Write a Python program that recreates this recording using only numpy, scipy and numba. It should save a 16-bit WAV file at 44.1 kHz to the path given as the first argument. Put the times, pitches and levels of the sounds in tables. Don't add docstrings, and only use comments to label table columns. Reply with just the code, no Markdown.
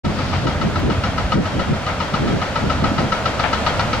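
import sys
import numpy as np
from scipy import signal
from scipy.fft import rfft, irfft
from scipy.io import wavfile
from scipy.ndimage import uniform_filter1d, minimum_filter1d
from numba import njit

SR = 44100
rng = np.random.default_rng(int(sys.argv[2]) if len(sys.argv) > 2 else 0)


def dump_mix(stems):
    frames = np.atleast_2d(stems).T
    limited = np.clip(frames, -1, 1)
    pcm = np.round(limited * 32767).astype(np.int16)
    wavfile.write(sys.argv[1], SR, pcm)


N = 176400


# start_s, strength_db
FIRINGS = [(.047, -11), (.188, -7), (.330, -7.5), (.469, -1), (.614, -6), (.758, -5), (.901, -4),
           (1.038, -0.5), (1.180, -1.5), (1.320, 0.5), (1.456, -6.5), (1.595, -3.5), (1.734, -12),
           (1.866, -3.5), (2.003, -1.5), (2.14, 0.5), (2.277, -5.5), (2.417, -2), (2.558, 0.5), (2.7, 0.5),
           (2.841, 2.5), (2.982, 1.5), (3.122, 0.5), (3.257, 2), (3.396, 0), (3.531, -0.5), (3.665, 3),
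           (3.795, -0.5), (3.932, -2)]
FIRING_LEAD_S = .0035
def engine():
    return gas_hiss() + concrete_echo() + knocks() + afterring()


# pitch_hz, level_db, t60_s, left_minus_right_db
METAL_MODES = [(943, -23.5, 0.03, 6.5), (1287, -15.5, 0.039, 4), (1975, -30.5, 0.03, 4.5),
               (2930, -30.5, 0.055, 8), (4005, -41.5, 0.033, 14)]
# pitch_hz, level_db, t60_s
EXHAUST_MODES = [(89.1, -29, 0.52), (208.2, -28, 0.21)]
def knocks():
    rise_s, hold_s, scatter_db, detune_cycles = .0075, .0036, 1.9, .83
    out, t = np.zeros((2, N)), np.arange(SR // 3) / SR
    for at, strength_db in FIRINGS:
        ring = 0
        for hz, db, t60, pan_db in METAL_MODES:
            gain = pan(pan_db) * undb(strength_db + db + scatter_db * rng.standard_normal())
            pitch_hz = hz + rng.standard_normal() * detune_cycles / t60
            ring += gain * strike(t, rise_s, t60, hold_s) * np.sin(2 * np.pi * pitch_hz * (t - rise_s))
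        boom = sum(undb(db) * strike(t, rise_s, t60) * np.sin(2 * np.pi * hz * t)
                   for hz, db, t60 in EXHAUST_MODES)
        add(out, at - FIRING_LEAD_S, ring + boom)
    return out


# pitch_hz, relative_db
LINGERING_TONES = [(1295, 2), (1860, -2.5), (2919, -7.5), (3235, -1)]
def afterring():
    t, hz = np.arange(N) / SR, np.fft.rfftfreq(N, 1 / SR)
    half_width_hz = 18
    clusters = sum(undb(db) / (1 + ((hz - centre) / half_width_hz) ** 2)
                   for centre, db in LINGERING_TONES)
    shimmer = irfft(rfft(rng.standard_normal((2, N))) * clusters, N) / np.sqrt(np.mean(clusters ** 2))
    power = sum((undb(db / 2) * strike(t - at, rise_s=.029, t60_s=.5)) ** 2 for at, db in FIRINGS)
    return shimmer * np.sqrt(power) * undb(-35.5) * pan(6.5)


# frequency_hz, density_db
HISS_COLOUR = [(150, 6.5), (400, -12), (800, 5), (1100, -5), (1400, 5), (1700, -0.5), (2500, -2),
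               (3100, -6.5), (4200, -2.5), (5600, -10), (7000, -26), (12000, -54)]
# time_s, gain_db
HISS_GAIN = [(0, -23), (2.8, -24.5), (3.8, -18.5)]
def gas_hiss():
    spits = bursts(HISS_COLOUR, rise_s=.0036, t60_s=.15, pan_db=3.5, repeat=.095, follow=.64)
    return spits * curve(HISS_GAIN)


# frequency_hz, density_db
ECHO_COLOUR = [(200, -1), (370, -8), (560, 3.5), (800, -1.5), (950, 1.5), (1100, -7), (1300, 3), (1600, -9),
               (2000, -7.5), (3000, -16.5), (4600, -16), (7000, -28), (12000, -55)]
def concrete_echo():
    return bursts(ECHO_COLOUR, rise_s=.017, t60_s=.51, pan_db=2.5, repeat=.42, follow=.61) * undb(-23)


# start_s, level_db, left_minus_right_db
CLACKS = [(.329, -24, 2.5), (1.882, -23, 2.5), (3.432, -16.5, 10)]
# frequency_hz, density_db
CLACK_COLOUR = [(300, -20), (930, 3), (1100, -6), (1300, -1.5), (1700, -7), (2150, -5), (3000, -12.5),
                (10000, -58)]
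def clacks():
    t = np.arange(N) / SR
    return sum(noise(CLACK_COLOUR, per_bin(DISTANT_LIKENESS), pan_db) * undb(db)
               * strike(t - at, rise_s=.011, t60_s=.22) for at, db, pan_db in CLACKS)


# frequency_hz, density_db
WATER_COLOUR = [(40, -21), (90, -2.5), (150, -5), (260, 0), (360, -9), (580, 0), (900, -5.5), (1100, -7.5),
                (1350, -4.5), (1700, -9.5), (2800, -13.5), (4700, -19.5), (7000, -26.5), (10000, -37),
                (15500, -50.5)]
# time_s, level_db
WATER_LEVEL = [(0, -27), (1.8, -26.5), (2.8, -25.5), (3.3, -25), (3.6, -23), (4, -24)]
# frequency_hz, left_minus_right_db
WATER_PAN = [(300, -2), (1300, 0), (4000, 1.5), (8000, -3.5), (14000, .5)]
# frequency_hz, likeness (0-1)
DISTANT_LIKENESS = [(80, 0.82), (300, 0.74), (640, 0.88), (1400, 0.61), (3000, 0.36), (6000, 0.23),
                    (15000, 0)]
# frequency_hz, density_db
WASH_COLOUR = [(2500, -12), (4700, -7), (6500, -22), (12000, -48)]
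def water():
    rush = noise(WATER_COLOUR, per_bin(DISTANT_LIKENESS), per_bin(WATER_PAN)) * curve(WATER_LEVEL)
    wash = noise(WASH_COLOUR, likeness=0, pan_db=7) * swells([(.31, .3, -36.5)])
    return rush + wash


# centre_s, length_s, level_db
GUSTS = [(.07, 0.068, -18), (.468, 0.038, -14.5), (.66, 0.075, -19), (.785, 0.038, -24), (.87, 0.083, -16),
         (1.382, 0.057, -10.5), (1.58, 0.058, -18.5), (1.715, 0.049, -16.5), (2.23, 0.058, -18),
         (2.32, 0.11, -16), (2.655, 0.06, -18.5), (2.845, 0.044, -17.5), (3.02, 0.1, -20)]
# frequency_hz, density_db
FLUTTER_COLOUR = [(30, -12), (90, -7), (150, 2), (230, -1.5), (330, -6.5), (480, -11), (800, -31),
                  (5000, -83)]
# frequency_hz, density_db
RUMBLE_COLOUR = [(20, -30), (35, -13.5), (75, -1), (120, -5), (200, -9.5), (400, -22.5), (4000, -83)]
# time_s, level_db
RUMBLE_LEVEL = [(0, -22), (.9, -23), (1.4, -26), (2.4, -30.5), (2.8, -21.5), (3.2, -30), (3.85, -24.5)]
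# centre_s, pitch_hz, gain_db
THUMPS = [(.895, 373, -9), (0.988, 90, -11.5), (1.257, 59.5, -13.5), (1.731, 143, -9.5),
          (2.141, 166, -11.5), (2.833, 185, -12.5), (2.919, 258, -9), (3.044, 109, -13.5)]
def wind():
    t = np.arange(N) / SR
    patch_s, patch_db = .07, .5
    flutter = noise(FLUTTER_COLOUR, likeness=.47) * swells(GUSTS)
    patches = np.interp(t / patch_s, np.arange(N // 100), rng.standard_normal(N // 100))
    rumble = noise(RUMBLE_COLOUR, likeness=.81) * curve(RUMBLE_LEVEL) * undb(patch_db * patches)
    thumps = sum(undb(db) * np.sin(2 * np.pi * hz * (t - at)) * np.exp(-(hz * (t - at)) ** 2)
                 for at, hz, db in THUMPS)
    return lag_right(flutter + thumps, lag_s=.00051) + rumble


# centre_s, length_s, level_db
TICKS = [(.784, .0015, -49), (.7965, .003, -44)]
# frequency_hz, density_db
TICK_COLOUR = [(8000, -30), (11500, 0)]
def ticks():
    return noise(TICK_COLOUR, likeness=0, pan_db=6) * swells(TICKS)


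def bursts(colour, rise_s, t60_s, pan_db, repeat, follow):
    out, t = np.zeros((2, N)), np.arange(SR // 2) / SR
    same, fresh = (noise(colour, per_bin(DISTANT_LIKENESS), pan_db) for _ in range(2))
    envelope = strike(t, rise_s, t60_s)
    for (at, db), i in zip(FIRINGS, rng.integers(0, N - len(t), len(FIRINGS))):
        grain = np.sqrt(repeat) * same[:, :len(t)] + np.sqrt(1 - repeat) * fresh[:, i:i + len(t)]
        add(out, at - FIRING_LEAD_S, grain * envelope * undb(follow * db))
    return out


def noise(colour, likeness, pan_db=0):
    gain = undb(per_bin(colour))
    mid, side = rfft(rng.standard_normal((2, N)))
    both = np.sqrt((1 + likeness) / 2) * mid + np.array([[1], [-1]]) * np.sqrt((1 - likeness) / 2) * side
    return irfft(both * gain * pan(pan_db), N) / np.sqrt(np.mean(gain ** 2))


def strike(t, rise_s, t60_s, hold_s=0):
    rise = np.sin(np.pi / 2 * np.clip(t / rise_s, 0, 1)) ** 2
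    return rise * np.exp(-np.log(1000) * np.maximum(t - rise_s - hold_s, 0) / t60_s)


def swells(rows):
    t = np.arange(N) / SR
    return np.sqrt(sum(undb(db) ** 2 * np.exp(-np.minimum((2 * (t - at) / length) ** 2, 20))
                       for at, length, db in rows))


def undb(db):
    return 10 ** (np.asarray(db) / 20)


def curve(rows):
    return undb(np.interp(np.arange(N) / SR, *np.array(rows).T))


def per_bin(rows):
    hz, value = np.array(rows, float).T
    return np.interp(np.log(np.maximum(np.fft.rfftfreq(N, 1 / SR), 1)), np.log(hz), value)


def pan(db):
    return undb(np.array([[1], [-1]]) * db / 2)


def add(out, at, sound):
    i = max(int(at * SR), 0)
    out[:, i:i + sound.shape[-1]] += sound[..., :N - i]


def lag_right(x, lag_s):
    delay = np.exp(-2j * np.pi * np.fft.rfftfreq(N, 1 / SR) * lag_s)
    return np.array([x[0], irfft(rfft(x[1]) * delay, N)])


@njit
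def peak_hold(x, fall):
    out, held = np.empty(len(x)), 0.
    for i in range(len(x)):
        held = max(x[i], held * fall)
        out[i] = held
    return out


def scene():
    return lag_right(engine() + clacks() + water(), lag_s=.00005) + wind() + ticks()


def record(dry):
    threshold, ratio, release_s = undb(-9.5), 3, .085
    bass_hz, top_hz = 750, 15700
    fade_in = np.clip((np.arange(N) / SR - .033) / .018, 0, 1) ** 2
    bass = signal.sosfilt(signal.butter(2, bass_hz, fs=SR, output="sos"), dry)
    peaks = peak_hold(np.abs(bass).max(axis=0), np.exp(-1 / (release_s * SR)))
    gain = (threshold / np.maximum(peaks, threshold)) ** (1 - 1 / ratio)
    gain = uniform_filter1d(minimum_filter1d(gain, size=129), size=129)
    return signal.sosfilt(signal.ellip(10, .1, 80, top_hz, fs=SR, output="sos"), dry * gain * fade_in)


dry = scene()
out = record(dry)
dump_mix(out)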